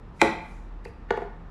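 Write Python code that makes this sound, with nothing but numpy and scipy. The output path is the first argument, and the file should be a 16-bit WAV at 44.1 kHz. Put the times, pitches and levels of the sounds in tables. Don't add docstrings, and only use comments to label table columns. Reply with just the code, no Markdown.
import sys
import numpy as np
from scipy import signal
from scipy.io import wavfile

SR = 44100
rng = np.random.default_rng(int(sys.argv[2]) if len(sys.argv) > 2 else 0)


def int16_out(signal):
    q = np.round(np.clip(np.atleast_2d(signal).T, -1, 1) * 32767)
    wavfile.write(sys.argv[1], SR, q.astype(np.int16))


def how_loud(loudness_db):
    steps = np.asarray(loudness_db, float) / 20
    return 10 ** steps


N = 66150


def rms_one(x):
    return x / np.sqrt(np.mean(x ** 2) + 1e-20)


def at_hz(points, hz):
    points = np.array(points)
    return np.interp(np.log(hz + 1), np.log(points[:, 0]), points[:, 1])


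def band_pass(x, low_hz, high_hz):
    return signal.sosfilt(signal.butter(2, [low_hz, high_hz], "band", fs=SR, output="sos"), x)


def cut(x, hz):
    start = x[..., :1]
    sos = signal.ellip(12, .5, 60, hz - 300, fs=SR, output="sos")
    return start + signal.sosfilt(sos, x - start)


def drift(rate_hz):
    stride, settle = 40, 2000
    pole = np.exp(-2 * np.pi * stride * rate_hz / SR)
    white = rng.standard_normal(N // stride + settle + 2)
    slow = signal.lfilter([1], [1, -2 * pole, pole * pole], white)[settle:]
    return np.interp(np.arange(N) / stride, np.arange(len(slow)), rms_one(slow))


def bands():
    settle = 4000
    edges = 60 * 2 ** np.arange(0, 8.3, .5)
    white = rng.standard_normal((2, N + settle))
    for k, (low, high) in enumerate(zip(edges, edges[1:])):
        yield np.sqrt(low * high), band_pass(white[k % 2], low, high)[settle:]


def coloured(spectrum, patchy_db):
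    total = 0
    for hz, band in bands():
        total = total + how_loud(at_hz(spectrum, hz) + patchy_db * drift(6.3)) * band
    return rms_one(total)


def bump(start_s, length_s):
    phase = np.clip((np.arange(N) / SR - start_s) / length_s, 0, 1)
    return np.sin(np.pi * phase) ** 2


def room_tone():
    # f/Hz, level per Hz/dB
    air = [(41, -28), (70, -3.5), (112, -4), (178, -14), (207, -7.5), (403, -16), (431, -21), (1020, -17.5),
           (14000, -71.5)]
    return how_loud(-47.5) * coloured(air, .7)


def rumble():
    # f/Hz, width/Hz, level/dB
    hums = [(38.88, 2.44, -38.5), (60.5, 11, -49.5), (170.45, 7, -51)]
    # t/s, level/dB
    swell = [(0, -4.5), (.2, -1.5), (.4, 1), (.65, -6.5), (.75, -4), (0.951, -2), (1.07, -0.5), (1.201, -5),
             (1.349, -2), (1.5, -3.5)]
    out = 0
    for hz, width_hz, db in hums:
        pole = np.exp(-np.pi * width_hz / SR)
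        poles = [1, -2 * pole * np.cos(2 * np.pi * hz / SR), pole * pole]
        hum = rng.standard_normal(2 * N)
        for _ in range(2):
            hum = signal.lfilter([1, 0, -1], poles, hum)
        out = out + how_loud(db) * rms_one(hum[N:])
    return out * how_loud(np.interp(np.arange(N) / SR, *np.transpose(swell)))


def room(x):
    # f/Hz, T60/s
    room_t60 = [(100, 0.46), (260, 0.34), (700, 0.53), (1800, 0.6), (4800, 0.5), (9000, 0.28),
                (14000, 0.45)]
    # f/Hz, level/dB
    room_db = [(100, -10), (300, -29.5), (1000, -31), (3000, -34.5), (7000, -33), (14000, -32)]
    gap_s, build_s = 0.0025, 0.0027
    t = np.arange(N) / SR
    tail = 0
    for hz, band in bands():
        tail = tail + how_loud(at_hz(room_db, hz) - 60 * t / at_hz(room_t60, hz)) * band
    build_up = 1 - np.exp(-np.maximum(t - gap_s, 0) / build_s)
    return signal.fftconvolve(x, tail * build_up)[:N]


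def fur():
    # start t/s, length/s, level/dB
    brushes = [
        (0.103, 0.21, -66.5),
        (0.287, 0.45, -68.5),
        (0.841, 0.02, -56),
        (0.851, 0.065, -68.5),
        (1.163, 0.024, -61.5),
        (1.168, 0.11, -72.5),
        (1.449, .1, -96),
    ]
    # f/Hz, level per Hz/dB
    fur_db = [(500, -26.5), (1500, -19.5), (4000, -18.5), (8000, -16.5), (13000, -35.5)]
    return coloured(fur_db, 2) * sum(how_loud(db) * bump(s, length) for s, length, db in brushes)


def claws():
    # t/s, f/Hz, level/dB, length/s
    ticks = [
        (0.8523, 4500, -52, 0.0065),
        (0.8541, 1995, -37.5, 0.002),
        (0.868, 2550, -56, 0.036),
    ]
    white = rng.standard_normal(N)
    out = 0
    for s, hz, db, length in ticks:
        squeak = rms_one(band_pass(white, hz * 0.935, hz * 1.08))
        out = out + how_loud(db) * bump(s - length, 2 * length) * squeak
    return out


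def small_modes(spectrum, count=170):
    place = (np.arange(count) + rng.random(count)) / count
    hz = 900 * (14000 / 900) ** place ** .6
    mode_db = at_hz(spectrum, hz) + 2 * rng.standard_normal(count)
    t60 = .02 * (1000 / hz) ** .5
    return list(zip(hz, mode_db, t60))


def knocks(hits, modes):
    rise_cycles, strength_spread_db, scatter_s = 1.4, 1.5, .003
    out, t = np.zeros(N + SR), np.arange(SR // 10) / SR
    hz, mode_db, t60 = np.transpose(modes)[:, :, None]
    luck = rng.standard_normal((len(hits), len(modes), 1))
    late = rng.random((len(hits), len(modes), 1))
    dispersion = .0008 * (1000 / hz) ** .75
    for (s, db, cut_hz), own, wait in zip(hits, luck, late):
        i = int(s * SR)
        lag = dispersion + scatter_s * wait ** 2 * (hz > 2500)
        age = np.maximum(t - (s * SR - i) / SR - lag, 0)
        polarity = np.where(hz > 1000, np.sign(own), 1)
        contact = 1 / (1 + (hz / cut_hz) ** 2)
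        gain = how_loud(db + mode_db + strength_spread_db * own) * polarity * contact
        shape = (1 - np.exp(-age * hz / rise_cycles)) ** 2 * how_loud(-60 * age / t60)
        out[i:i + len(t)] += np.sum(gain * shape * np.sin(2 * np.pi * hz * age), axis=0)
    return out[:N]


def lever_taps():
    # t/s, level/dB, contact cut f/Hz
    taps = [(.156, -46, 1000), (.8555, -26, 1000), (.877, -40, 1200), (1.1052, -9, 5000), (1.138, -20, 900),
            (1.173, -15, 1600), (1.189, -28, 900), (1.206, -28, 1300), (1.218, -17, 900), (1.247, -26, 800),
            (1.2625, -30, 800)]
    # f/Hz, level/dB, T60/s
    tap_modes = [(216, -8, 0.05), (419.8, 4, 0.042), (461.3, -0.5, 0.055), (709, -4.5, 0.04),
                 (874, 1.5, 0.027), (1147, -8.5, 0.024), (1460, -15.5, .04), (2190, 1, 0.005),
                 (4400, -42.5, 0.0121)]
    # f/Hz, level/dB
    tap_crack = [(900, -47), (1500, -15.5), (2100, -15), (2700, -26.5), (3200, -24.5), (7000, -34),
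                 (10000, -42), (14000, -42)]
    return knocks(taps, tap_modes + small_modes(tap_crack))


def hard_slam():
    # t/s, level/dB, contact cut f/Hz
    slams = [
        (.2145, -8, 9000),
        (.229, -15, 1300),
        (.2525, -23, 1300),
    ]
    # f/Hz, level/dB, T60/s
    slam_modes = [(235, -2, 0.067), (327, 2.5, 0.056), (439, -0.5, 0.069), (521, -10, 0.039),
                  (538, -11.5, 0.11), (720, -4.5, 0.066), (807, -4.5, 0.055), (860, 4, 0.063),
                  (1110, 10, 0.011), (1471, -10.5, 0.048), (2011, 6.5, 0.017), (2375, 1.5, 0.019),
                  (4070, -5, 0.011), (13600, -23.5, 0.023)]
    # f/Hz, level/dB
    slam_crack = [(900, -32), (1500, -6), (2800, -12), (3400, -18), (4200, -20.5), (6000, -19), (9000, -18),
                  (14000, -32.5)]
    return knocks(slams, slam_modes + small_modes(slam_crack))


def scene():
    slams, taps = hard_slam(), lever_taps()
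    treble_cut_hz = 13500
    paw = claws() + cut(fur(), treble_cut_hz)
    escaping = signal.lfilter(*signal.butter(1, 600, "high", fs=SR), taps)
    far = room(how_loud(-2.5) * slams + how_loud(-3) * escaping + how_loud(-4.5) * paw)
    far = far + room_tone() + rumble()
    return (slams + taps + paw + cut(far, treble_cut_hz))[None]


def roll_off(x):
    return signal.sosfilt(signal.butter(12, 14570, fs=SR, output="sos"), x)


def record(dry):
    smear_s = .026
    ramp = np.arange(int(smear_s * SR)) / (smear_s * SR)
    kernel = how_loud(-45) * ramp ** 1.3 * rng.standard_normal(SR // 10)[:len(ramp)]
    high_pass = signal.butter(2, 1200, "high", fs=SR, output="sos")
    treble = signal.sosfilt(high_pass, dry[0] - dry[0, 0])
    smeared = dry + signal.fftconvolve(treble, kernel)[len(ramp) - 1:]
    return roll_off(cut(smeared, 14600))


dry = scene()
out = record(dry)
int16_out(out)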